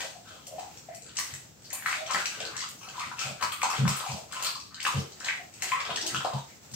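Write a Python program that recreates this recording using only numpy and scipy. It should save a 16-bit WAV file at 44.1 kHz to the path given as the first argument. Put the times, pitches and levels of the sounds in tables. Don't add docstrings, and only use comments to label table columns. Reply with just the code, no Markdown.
import sys
import numpy as np
from scipy import signal
from scipy.fft import rfft, irfft
from scipy.io import wavfile
from scipy.ndimage import uniform_filter1d

SR = 44100
rng = np.random.default_rng(int(sys.argv[2]) if len(sys.argv) > 2 else 0)


def undo_db(level):
    steps = np.asarray(level, float) / 20
    return 10 ** steps


def wav_record(signal):
    frames = np.transpose(np.atleast_2d(signal))
    bounded = np.clip(frames, -1, 1)
    quanta = np.round(bounded * 32767).astype(np.int16)
    wavfile.write(sys.argv[1], SR, quanta)


N = 297675

# (time [s], peak [dB], cavity [Hz], ring [cycles])
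TONGUE_SMACKS = [(0.536, -34.5, 630, 5), (0.583, -26, 740, 4.3), (0.887, -30.5, 676, 6.2),
                 (1.187, -28, 1150, 4.2), (1.86, -20, 1320, 3.8), (1.928, -22, 1340, 1.9),
                 (2.103, -24.5, 1210, 6), (2.147, -13, 1180, 1.06), (2.405, -29.5, 635, 2.9),
                 (2.622, -32, 1070, 4.3), (3.006, -24, 1160, 3.3), (3.025, -27.5, 1200, 4.5),
                 (3.425, -15, 1080, 2.5), (3.525, -26, 1250, 4.2), (3.617, -23.5, 1190, 10),
                 (3.633, -13, 930, 2.65), (3.735, -20.5, 900, 1.1), (3.854, -15.5, 1237, 1.3),
                 (3.878, -15, 1120, 1.1), (4.04, -22, 1080, 2), (4.063, -27.5, 772, 11),
                 (4.866, -13, 1170, 2.5), (5.285, -24.5, 1570, 11), (5.719, -19.5, 1042, 11.3),
                 (5.805, -41, 1150, 1.8), (5.893, -26, 685, 4.7), (6.146, -16.5, 1360, 2.5),
                 (6.207, -18.5, 1310, 1.1), (6.249, -13.5, 745, 1.84), (6.335, -22, 770, 1.1)]
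# (time [s], peak [dB], cavity [Hz], ring [cycles])
MORE_SMACKS = [(2.502, -46, 1200, 2.3), (2.606, -27, 2000, 4), (2.639, -26.5, 1260, 2.8),
               (2.956, -31, 1090, 2), (2.98, -26.5, 985, 5), (3.115, -33, 984, 7.9), (3.21, -46, 910, 5.4),
               (3.228, -39, 1400, 3.2), (3.414, -26, 1080, 3.7), (3.441, -24, 1050, 3.4),
               (3.646, -26, 864, 2.7), (3.668, -25, 950, 2.8), (3.703, -18, 1170, 2.3),
               (3.707, -25.5, 2600, 5.5), (3.888, -40, 2080, 3.4), (3.946, -28, 1266, 5.1),
               (4.007, -22.5, 1170, 1.3), (4.097, -30, 890, 3.4), (4.085, -28.5, 2470, 4.6),
               (4.432, -31, 2650, 5.6), (4.455, -24, 1230, 3), (4.557, -32.5, 1120, 5.1),
               (4.853, -14.5, 2650, 3.4), (4.885, -24.5, 980, 6.9), (5.261, -39, 1700, 3.3),
               (5.308, -22, 1900, 4.7), (5.327, -19.5, 2150, 2.2), (5.731, -20, 1120, 6.4),
               (5.973, -23.5, 1800, 4.3), (6.103, -28, 1910, 4), (6.255, -19, 1120, 1.6),
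               (6.308, -32, 744, 2.6), (1.736, -39.5, 1050, 3.9), (1.989, -39, 2300, 1.8),
               (2.196, -39, 1900, 2.5), (3.436, -20.5, 1170, 1.8), (3.451, -25, 1720, 3),
               (5.745, -23, 2000, 4), (3.522, -32, 3060, 4.5), (6.149, -29, 1500, 3), (2.161, -27, 2130, 2.5),
               (1.893, -24, 1280, 2.5), (1.962, -33, 2370, 4), (4.469, -24, 4350, 8), (1.662, -41, 4800, 8),
               (1.338, -42, 1900, 1.5)]
# (time [s], peak [dB], cavity [Hz])
LIP_SMACKS = [(1.187, -30, 2000), (1.339, -43, 1830), (1.708, -40, 2010), (1.824, -38, 1790),
              (1.861, -22, 1910), (1.929, -25, 2290), (2.065, -38, 2400), (2.147, -21, 1850),
              (2.256, -26.5, 2530), (2.406, -33, 2720), (2.999, -37.5, 2600), (3.115, -35.5, 1350),
              (3.428, -29, 2220), (3.525, -36, 2200), (3.6188, -25, 2340), (3.634, -41, 2440),
              (3.736, -32, 2100), (3.878, -26.5, 2170), (4.33, -36, 1480), (4.435, -33.5, 2770),
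              (4.801, -34.5, 2180), (4.851, -25, 1710), (5.207, -40, 1500), (5.261, -49, 1658),
              (5.286, -21.5, 2180), (5.623, -27.5, 2130), (5.719, -23, 2250), (5.805, -30, 2160),
              (5.904, -30, 3020)]
LIP_CYCLES = 1.99
LEAD_S, LEAD_DB, LEAD_PITCH = 0.003993, -14.5, 1.071

# (full force from [s], held [s], squelch [dB], mouth cavity [Hz], fizz [dB rel])
CHEWS = [(0.0, 0.0037, -32.5, 1670, 0.5), (0.598, 0.0058, -43.5, 760, -2.5), (.28, 0.037, -50, 680, 1.5),
         (1.179, 0.09, -41.5, 1850, 0), (1.74, 0.042, -45.5, 1710, -17), (1.871, 0.065, -33, 1860, -1.5),
         (2.11, 0.046, -27, 1120, -28), (2.155, 0.024, -27.5, 1580, -5), (2.31, 0.19, -40.5, 1500, -5),
         (2.595, 0.039, -46, 1840, 3), (2.969, 0.085, -38, 1260, -5.5), (3.196, 0.045, -34.5, 1310, 0.5),
         (3.43, 0.014, -33, 1380, -27), (3.639, 0.15, -31, 1350, -5), (3.87, 0.12, -34.5, 1220, -6),
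         (4.072, 0.025, -45.5, 1130, 9), (4.36, 0.089, -35, 1100, -6.5), (4.459, 0.01, -33.5, 1150, -19),
         (4.87, 0.084, -34.5, 1180, -8), (5.266, 0.0069, -29, 1780, -11), (5.64, 0.025, -39, 2040, 2),
         (5.73, 0.18, -33.5, 1230, -16), (5.95, 0.28, -43, 1500, 2), (6.74, .03, -52, 1710, -4)]
BITE_DB_PER_S, EASE_DB_PER_S, FIZZ_EASE_DB_PER_S = 303, 192, 133
REST_DB, REST_HZ, REST_FIZZ_DB = -72, 1500, -106
FRONT_HZ, FRONT_DB, DIP_HZ, DIP_SHARE = 2600, -20, 1850, 0.2
# (frequency [Hz], level [dB per Hz])
FIZZ_COLOUR = [(1470, -3), (2500, 6), (3410, 0.5), (4410, 1.5), (5070, 1), (7770, 2.5), (8200, -1),
               (9080, -29), (14600, -35), (16000, -36)]
SPLIT_HZ = 8850

# (time [s], peak [dB], colour [Hz], spray [dB rel])
THREAD_CRACKS = [(0.468, -38, 6860, -7.5), (2.687, -42.5, 8300, -2), (0.9472, -40.5, 7600, -8.5),
                 (1.1867, -27.5, 5350, -6.5), (1.338, -37, 8400, -10), (1.729, -33, 6560, 2),
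                 (1.8612, -39, 3970, 0.5), (2.109, -30, 7200, -16), (2.135, -28.5, 4560, -13),
                 (2.2567, -26.5, 5600, -17), (2.996, -37, 4700, -13), (3.411, -39, 3320, -9),
                 (3.426, -29, 4800, -12), (3.52, -32.5, 2960, -5), (3.6166, -35, 3080, -8),
                 (3.7008, -31.5, 5460, -9), (3.8786, -26, 3500, -9), (3.964, -41.5, 8100, 7),
                 (4.323, -34, 7950, -12.5), (4.424, -30.5, 7400, -6), (4.446, -30, 4240, -6),
                 (4.828, -32.5, 4270, -9.5), (4.8527, -32, 3140, -13), (4.867, -28.5, 2800, -11),
                 (5.539, -43.5, 7750, -18), (5.6213, -28.5, 6500, -8), (5.7177, -33, 3400, -17),
                 (6.064, -28.5, 5900, -8), (6.146, -30.5, 3020, -24), (6.7148, -45, 7600, -10)]
# (time [s], peak [dB], colour [Hz])
FOOD_CRUNCHES = [(0.596, -42, 7550), (0.773, -41, 7540), (1.064, -42, 8500), (1.169, -27, 8200),
                 (1.621, -50, 7800), (2.0627, -38, 3150), (2.2902, -37, 5600), (2.4028, -31, 3330),
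                 (2.452, -33, 4430), (2.5662, -29.5, 7000), (2.659, -41, 4600), (2.887, -37.5, 2730),
                 (3.192, -30, 5740), (3.631, -24.5, 9100), (4.001, -33.5, 3300), (4.466, -27, 4140),
                 (4.554, -36, 4400), (4.744, -36, 3920), (4.803, -33, 3100), (4.912, -35, 6360),
                 (5.121, -42.5, 5860), (5.202, -36, 6000), (5.247, -33, 6340), (5.282, -33, 3400),
                 (5.803, -31, 3820), (5.852, -34, 3740), (5.959, -26.5, 3280), (5.961, -31.5, 6000),
                 (6.01, -33.5, 3470), (6.163, -28, 2920), (6.483, -60, 4500)]
# (time [s], peak [dB], colour [Hz])
LIP_TICKS = [(1.0214, -34.5, 7960), (1.1532, -35, 8300), (1.6834, -57, 4530), (1.703, -29.5, 8140),
             (1.738, -35, 7200), (1.987, -37, 3840), (2.195, -37, 7100), (2.4107, -39, 3030),
             (2.591, -22, 4570), (2.606, -24.5, 5480), (2.627, -28, 3060), (2.9693, -36, 3530),
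             (3.679, -36, 5610), (3.764, -26, 3200), (3.8925, -19.5, 7200), (3.911, -28, 3080),
             (3.93, -27, 7760), (4.1167, -24.5, 5000), (4.4725, -36, 4570), (4.6002, -28.5, 4740),
             (4.9694, -28.5, 3030), (5.9438, -29, 3450), (6.0127, -33, 3080), (6.0743, -25.5, 7100),
             (6.2078, -30, 3120), (6.2463, -29, 3930), (6.736, -37, 5180), (1.045, -45, 3000),
             (1.093, -36.5, 3600), (1.855, -39, 6300), (2.066, -34, 6000), (3.424, -22.5, 7000),
             (3.437, -25, 5000), (3.496, -45, 3000), (3.559, -36, 3800), (3.527, -40, 6500),
             (5.245, -23, 4420), (5.263, -28, 3200), (6.014, -22.5, 5300), (6.068, -26, 3350),
             (6.53, -60, 7600), (6.386, -38, 6500), (6.335, -28, 3370), (5.648, -30, 4000)]
CRUNCH_SPRAY_DB, CRUNCH_WIDE = -26, 0.7
TICK_SPRAY_DB, TICK_WIDE = -24, 0.48
SNAP_S, SNAP_PEAK = 0.0006, 6.65
SPLASH_S, SPLASH_DB = 0.006, -10.5
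SPRAY_S = 0.0021
TINT_WIDTH, TINT = 0.22, 1.05

# (time [s], length [s], level [dB], first pitch [Hz], last pitch [Hz])
SLURPED_AIR = [(0.214, 0.35, -66.5, 3600, 3000), (0.236, 0.18, -58, 1500, 1170),
               (0.245, 0.15, -63, 3020, 3000), (0.7, 0.063, -65, 2880, 2800),
               (0.875, 0.073, -59, 1900, 2000), (0.948, 0.086, -65, 2290, 2450),
               (1.048, 0.064, -61, 1500, 1380), (5.897, 0.092, -53, 2970, 3400),
               (1.2, 0.068, -67, 1566, 1500), (1.643, 0.024, -49.5, 4770, 5100),
               (1.713, 0.096, -54.5, 2370, 2300), (1.722, 0.042, -51, 690, 1274),
               (2.36, 0.1, -53.5, 2940, 2800), (2.494, 0.12, -46.5, 1000, 2300),
               (2.584, 0.052, -46.5, 4450, 2840), (2.78, 0.091, -55, 6130, 5200),
               (2.796, 0.13, -54, 1130, 1430), (2.804, 0.049, -53.5, 2750, 2400),
               (2.83, 0.1, -58, 4130, 4200), (3.009, 0.04, -43, 2280, 2120),
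               (3.176, 0.098, -41.5, 2720, 2480), (3.304, 0.0092, -48, 620, 627),
               (3.404, 0.042, -38, 1070, 1070), (3.991, 0.25, -49, 945, 580),
               (4.09, 0.063, -54.5, 2640, 2500), (4.442, 0.061, -39, 4300, 4400),
               (4.533, 0.19, -58.5, 4470, 4400), (5.62, 0.027, -49, 2750, 2800),
               (1.86, 0.06, -56, 4300, 4200), (1.94, 0.068, -48, 3740, 3640),
               (4.548, 0.041, -50.5, 950, 1090), (4.7, 0.099, -53.5, 1200, 1760),
               (4.971, 0.048, -48, 5600, 5400), (5.521, 0.053, -62, 2590, 2600),
               (5.857, 0.06, -49, 3600, 3800), (6.098, 0.043, -48, 1340, 1300),
               (6.264, 0.12, -43.5, 1280, 840), (6.317, 0.086, -53.5, 3420, 3600),
               (6.477, 0.065, -62.5, 2140, 2190), (6.735, 0.042, -39, 5400, 6000)]
SLURP_WIDTH = 0.16
# (time [s], length [s], level [dB], pitch [Hz])
THROAT_GULPS = [(0, 0.059, -45, 696), (0.286, 0.096, -61.5, 594), (1.016, 0.067, -61, 423),
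                (2.133, 0.048, -51.5, 403), (2.357, 0.15, -52, 447), (2.877, 0.021, -50, 700),
                (3.038, 0.054, -58, 290), (3.236, 0.091, -49, 686), (3.629, 0.091, -58.5, 199),
                (3.77, 0.09, -47, 387), (4.101, 0.051, -53, 583), (4.603, 0.19, -68, 226),
                (4.85, 0.042, -54, 423), (4.931, 0.1, -46.5, 427), (5.618, 0.058, -59, 470),
                (5.625, 0.04, -46, 710), (5.834, 0.39, -51.5, 380), (6.01, 0.097, -50.5, 637)]
GULP_SAG, GULP_WIDTH_HZ = 0.79, 118
# (time [s], length [s], level [dB], first pitch [Hz], last pitch [Hz])
MOUTH_HUMS = [
    (0.132, 0.046, -52.5, 730, 690),
    (0.466, 0.11, -50.5, 616, 626),
    (0.591, 0.1, -52, 816, 800),
    (0.69, 0.042, -64, 815, 820),
    (0.879, 0.059, -50.5, 700, 680),
    (1.954, 0.14, -45.5, 617, 670),
    (3.577, 0.035, -49, 1160, 1270),
    (5.392, 0.034, -49.5, 706, 673),
    (5.721, 0.078, -46.5, 1110, 1095),
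]
HUM_WIDTH_HZ = 35

# (time [s], peak [dB], lowest board [dB rel], higher boards [dB rel])
FLOOR_THUMPS = [(1.315, -33.5, 7, -15), (2.14, -44.5, -3, 4), (2.407, -39, -3, -17), (3.054, -38, 0.5, -8),
                (3.244, -26.5, -5, -17), (3.296, -33, -3, -5), (3.424, -40.5, 12, -6),
                (3.787, -9.5, -14, -17), (3.817, -10.5, -12, -9), (3.834, -15, -10, 0.5),
                (3.862, -20.5, 9, -15), (3.889, -16.5, 1, -8.5), (4.088, -22.5, -8, -21),
                (4.12, -28, 7.5, -3.5), (4.943, -13.5, -2, -17), (4.964, -19.5, 10, -4),
                (5.886, -35.5, -3, -3.5), (6.119, -30, -3, -8), (6.157, -26.5, -3, -9.5),
                (6.337, -15, -7, -15.5), (6.718, -30.5, -3, -7)]
# (pitch [Hz], level [dB], time to fall 60 dB [s])
FLOOR_BOARDS = [
    (91, -0.5, 0.16),
    (136, 7.5, 0.2),
    (169.7, 10, 0.17),
    (205, 12.5, 0.15),
]
HIGH_BOARDS_DB, HIGH_LAG_S = -2, 0.00073
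HOLD_S, SHUT_DB = 0.139, -5.5

# (frequency [Hz], time to fall 60 dB [s])
ROOM_DECAY = [(300, 0.41), (1000, 0.35), (3000, 0.43), (8000, 0.39), (15000, 0.5)]
# (delay [ms], left level [dB], right level [dB])
EARLY_ECHOES = [
    (3.683, -2, -62),
    (11.775, -17.5, -3),
    (21.966, -5.5, -14),
]
# (time [s], left-right difference [dB])
HEAD_SWING = [
    (0.0, 2.5),
    (5.45, 2),
    (6.75, 1.5),
]
# (frequency [Hz], level [dB per Hz])
HUSH_COLOUR = [(15, -41), (25, -39), (38, -14), (72, 4), (123, 7), (394, -2.5), (818, -5.5), (1100, -11.5),
               (1330, -8.5), (1560, -11), (3520, -12.5), (7710, -7), (9320, -25.5), (14800, -18),
               (16000, -13.5)]
HUSH_DB = -51.5


def evened(x):
    return x / np.sqrt(np.mean(x ** 2) + 1e-20)


def read(points, hz):
    f, value = np.transpose(points)
    return np.interp(np.log(hz + 1), np.log(f + 1), value)


def colour(x, gain):
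    size = x.shape[-1]
    return irfft(rfft(x) * gain(np.fft.rfftfreq(size, 1 / SR)), size)


def resonate(x, hz, width):
    turn = np.exp(2j * np.pi * np.cumsum(hz * np.ones(x.shape[-1])) / SR)
    r = np.exp(-np.pi * width / SR)
    smooth = signal.lfilter([1 - r], [1, -r], x / turn + 1e-18)
    return 2 * (turn * smooth).real


def gate(t):
    return undo_db(SHUT_DB * np.clip((t - HOLD_S) / 0.0021, 0, 1))


def wet_bands(x):
    x = colour(x, lambda hz: undo_db(read(FIZZ_COLOUR, hz)) / (1 + (2600 / (hz + 1)) ** 6))
    low = colour(x, lambda hz: 1 / (1 + (hz / SPLIT_HZ) ** 30))
    return evened(low), evened(x - low)


def ring(t, hz, cycles):
    u = t * hz / cycles * 2.28
    return np.sin(2 * np.pi * hz * t) * u * np.exp(1 - u)


def smacks():
    out, t = np.zeros(N + 2000), np.arange(2000) / SR
    lips = [(s, db + 11.5, hz, LIP_CYCLES) for s, db, hz in LIP_SMACKS]
    for s, db, hz, cycles in TONGUE_SMACKS + MORE_SMACKS + lips:
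        pop = ring(t, hz, np.clip(cycles, 1.3, 9))
        lead = ring(t, hz * LEAD_PITCH, 3.4)
        out[round(s * SR):][:len(t)] += undo_db(db - 8.5) * pop
        out[round((s - LEAD_S) * SR):][:len(t)] += undo_db(db - 9.5 + LEAD_DB) * lead
    return out[:N]


def jaw():
    t = np.arange(0, N / SR, 1 / 1000)
    s, held, db, hz, fizz_db = np.transpose(CHEWS)[..., None]
    built_db = db - BITE_DB_PER_S * np.maximum(s - t, 0)
    after = np.maximum(t - s - held, 0)
    power = undo_db(built_db - EASE_DB_PER_S * after) ** 2
    fizz = undo_db(built_db + fizz_db - FIZZ_EASE_DB_PER_S * after) ** 2
    rest = undo_db(REST_DB) ** 2
    total = power.sum(0) + rest
    force = total ** 0.5
    mouth_hz = ((power * hz).sum(0) + rest * REST_HZ) / total
    wetness = (fizz.sum(0) + undo_db(REST_FIZZ_DB) ** 2) ** 0.5
    return [np.interp(np.arange(N) / SR, t, c) for c in (force, mouth_hz, wetness)]


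def chewing():
    force, mouth_hz, wetness = jaw()
    sizes = undo_db(3 * np.minimum(rng.exponential(1, N), 3))
    bursts = rng.random(N) < 2500 / SR
    bubbles = rng.standard_normal(N) * sizes * bursts
    clumps = undo_db(4 * evened(uniform_filter1d(rng.standard_normal(N), size=350)))
    drive = clumps * (evened(bubbles) + 0.97 * rng.standard_normal(N))
    cavity = evened(resonate(resonate(drive, mouth_hz, 480), mouth_hz, 580))
    cheeks = evened(colour(drive, lambda hz: 1 / (1 + (600 / (hz + 1)) ** 4) / (1 + (hz / 3000) ** 4)))
    cheeks = cheeks - DIP_SHARE * resonate(cheeks, DIP_HZ, 300)
    front = evened(resonate(resonate(drive, FRONT_HZ, 600), FRONT_HZ, 780))
    squelch = evened(cavity + 1.8 * cheeks + undo_db(FRONT_DB) * front)
    fizz, spray = wet_bands(drive)
    return undo_db(-14.5) * (force * squelch + wetness * (fizz + undo_db(-11.0) * spray))


def cracks():
    out, t = np.zeros(N + 2000), np.arange(2000) / SR
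    noise = rng.standard_normal(N + 2000)
    for s, *_ in THREAD_CRACKS + FOOD_CRUNCHES + LIP_TICKS:
        noise[round((s + 2 * SNAP_S) * SR)] = SNAP_PEAK
    crack, spray = wet_bands(noise)
    mist = np.exp(-t / SPRAY_S) * (t / SPRAY_S) ** 2
    snap = np.exp(-t / SNAP_S) * (t / SNAP_S) ** 2
    burst = snap + undo_db(SPLASH_DB) * np.exp(-t / SPLASH_S)
    threads = [(*row, 1) for row in THREAD_CRACKS]
    crunches = [(*row, CRUNCH_SPRAY_DB, CRUNCH_WIDE) for row in FOOD_CRUNCHES]
    ticks = [(s, db - 7.5, hz, TICK_SPRAY_DB, TICK_WIDE) for s, db, hz in LIP_TICKS]
    for s, db, hz, spray_db, wide in threads + crunches + ticks:
        at = slice(round(s * SR), round(s * SR) + len(t))
        tinted = evened(resonate(crack[at], hz, TINT_WIDTH * hz))
        body = burst * (wide * crack[at] + TINT * tinted)
        out[at] += undo_db(db - 7.0) * (body + undo_db(spray_db + 7.0) * mist * spray[at])
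    return out[:N]


def slurps():
    out = np.zeros(N + SR)
    flutter = evened(uniform_filter1d(rng.standard_normal(N + SR), size=400))
    air = rng.standard_normal(N + SR) * undo_db(3.65 * flutter)
    sag = GULP_SAG ** 0.5
    gulps = [(*row, hz / sag, hz * sag, GULP_WIDTH_HZ) for *row, hz in THROAT_GULPS]
    hums = [(*row, HUM_WIDTH_HZ) for row in MOUTH_HUMS]
    gaps = [(*row, SLURP_WIDTH * row[-1]) for row in SLURPED_AIR]
    for s, length, db, first_hz, last_hz, width in gulps + hums + gaps:
        at = slice(round(s * SR), round((s + length) * SR))
        hz = np.geomspace(first_hz, last_hz, at.stop - at.start)
        whistle = evened(resonate(resonate(air[at], hz, width), hz, 13.3 * width))
        out[at] += undo_db(db - 5.0) * whistle * signal.windows.tukey(len(hz), 0.3)
    return out[:N]


def thumps():
    out, t = np.zeros((2, N + SR)), np.arange(SR // 2) / SR
    rings = [undo_db(db - 60 * t / t60) * np.sin(2 * np.pi * hz * t) for hz, db, t60 in FLOOR_BOARDS]
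    soft = (1 - np.exp(-t / 0.0078)) ** 2 * gate(t) ** 2.0
    for s, db, lowest_db, higher_db in FLOOR_THUMPS:
        low_boards = undo_db(lowest_db) * rings[0] + rings[1]
        high_boards = undo_db(higher_db + 2.0) * sum(rings[2:])
        out[:, round(s * SR):][:, :len(t)] += undo_db(db - 11.5) * soft * np.array([low_boards, high_boards])
    low, high = out[:, :N]
    late = np.roll(high, round(HIGH_LAG_S * SR))
    left = 1.08 * low + undo_db(HIGH_BOARDS_DB) * late
    right = 0.92 * np.roll(low, 8) + high
    return np.array([left, right])


def kitchen(x, tail_db=6.5):
    taps = np.zeros((3, 2, SR // 2))
    at = np.arange(300, SR // 2 - 20, 20) + rng.integers(0, 20, (3, 2, (SR // 2 - 301) // 20))
    np.put_along_axis(taps, at, rng.choice([-1., 1.], at.shape), 2)
    hz, t, z = signal.stft(taps, SR, nperseg=256)
    decay = undo_db(-60 * t / read(ROOM_DECAY, hz)[:, None])
    tail = signal.istft(z * decay, SR, nperseg=256)[1]
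    tail *= gate(np.arange(tail.shape[2]) / SR)
    tail *= undo_db(tail_db) / np.linalg.norm(tail[0, 0])
    tail[:, [0, 1], [3, 0]] += undo_db([1.5, -3])
    for k, (ms, *db) in enumerate(EARLY_ECHOES):
        delay = round(ms * SR / 1000) + rng.integers(0, 12, 2)
        tail[:, [0, 1], delay] += (-1) ** k * undo_db(db)
    turn = 2 * np.pi * (1.7 * np.arange(N) / SR + np.arange(3)[:, None] / 3)
    shares = np.sqrt(2 / 3) * np.cos(turn / 2) ** 2 * 4 / 3
    return signal.fftconvolve((x * shares)[:, None], tail, axes=2).sum(0)[:, :N]


def hush():
    a, b = rng.standard_normal((2, N))
    shared = colour(a - b, lambda hz: 1 / (1 + (hz / 250) ** 2))
    pair = np.array([a, b + 0.85 * shared])
    drift = undo_db(2.2 * evened(uniform_filter1d(rng.standard_normal(N), size=5000)))
    air = undo_db(HUSH_DB - 1.0) * evened(colour(pair, lambda hz: undo_db(read(HUSH_COLOUR, hz))))
    rumble = colour(air, lambda hz: 1 / (1 + (hz / 260) ** 4))
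    return undo_db(0.5) * rumble + drift * (air - rumble)


def scene():
    mouth = smacks() + cracks() + chewing() + slurps()
    lean_db = np.interp(np.arange(N) / SR, *np.transpose(HEAD_SWING)) - 1.2
    sides = undo_db(np.array([lean_db, -lean_db]) / 2)
    return kitchen(mouth) * sides + thumps() + hush()


def low_pass(x):
    return signal.sosfilt(signal.butter(12, 15900, fs=SR, output="sos"), x)


def record(dry):
    mix = colour(dry, lambda hz: 1 / (1 + (hz / 15800) ** 200) / (1 + (45 / (hz + 1)) ** 3))
    return low_pass(mix)


dry = scene()
out = record(dry)
wav_record(out)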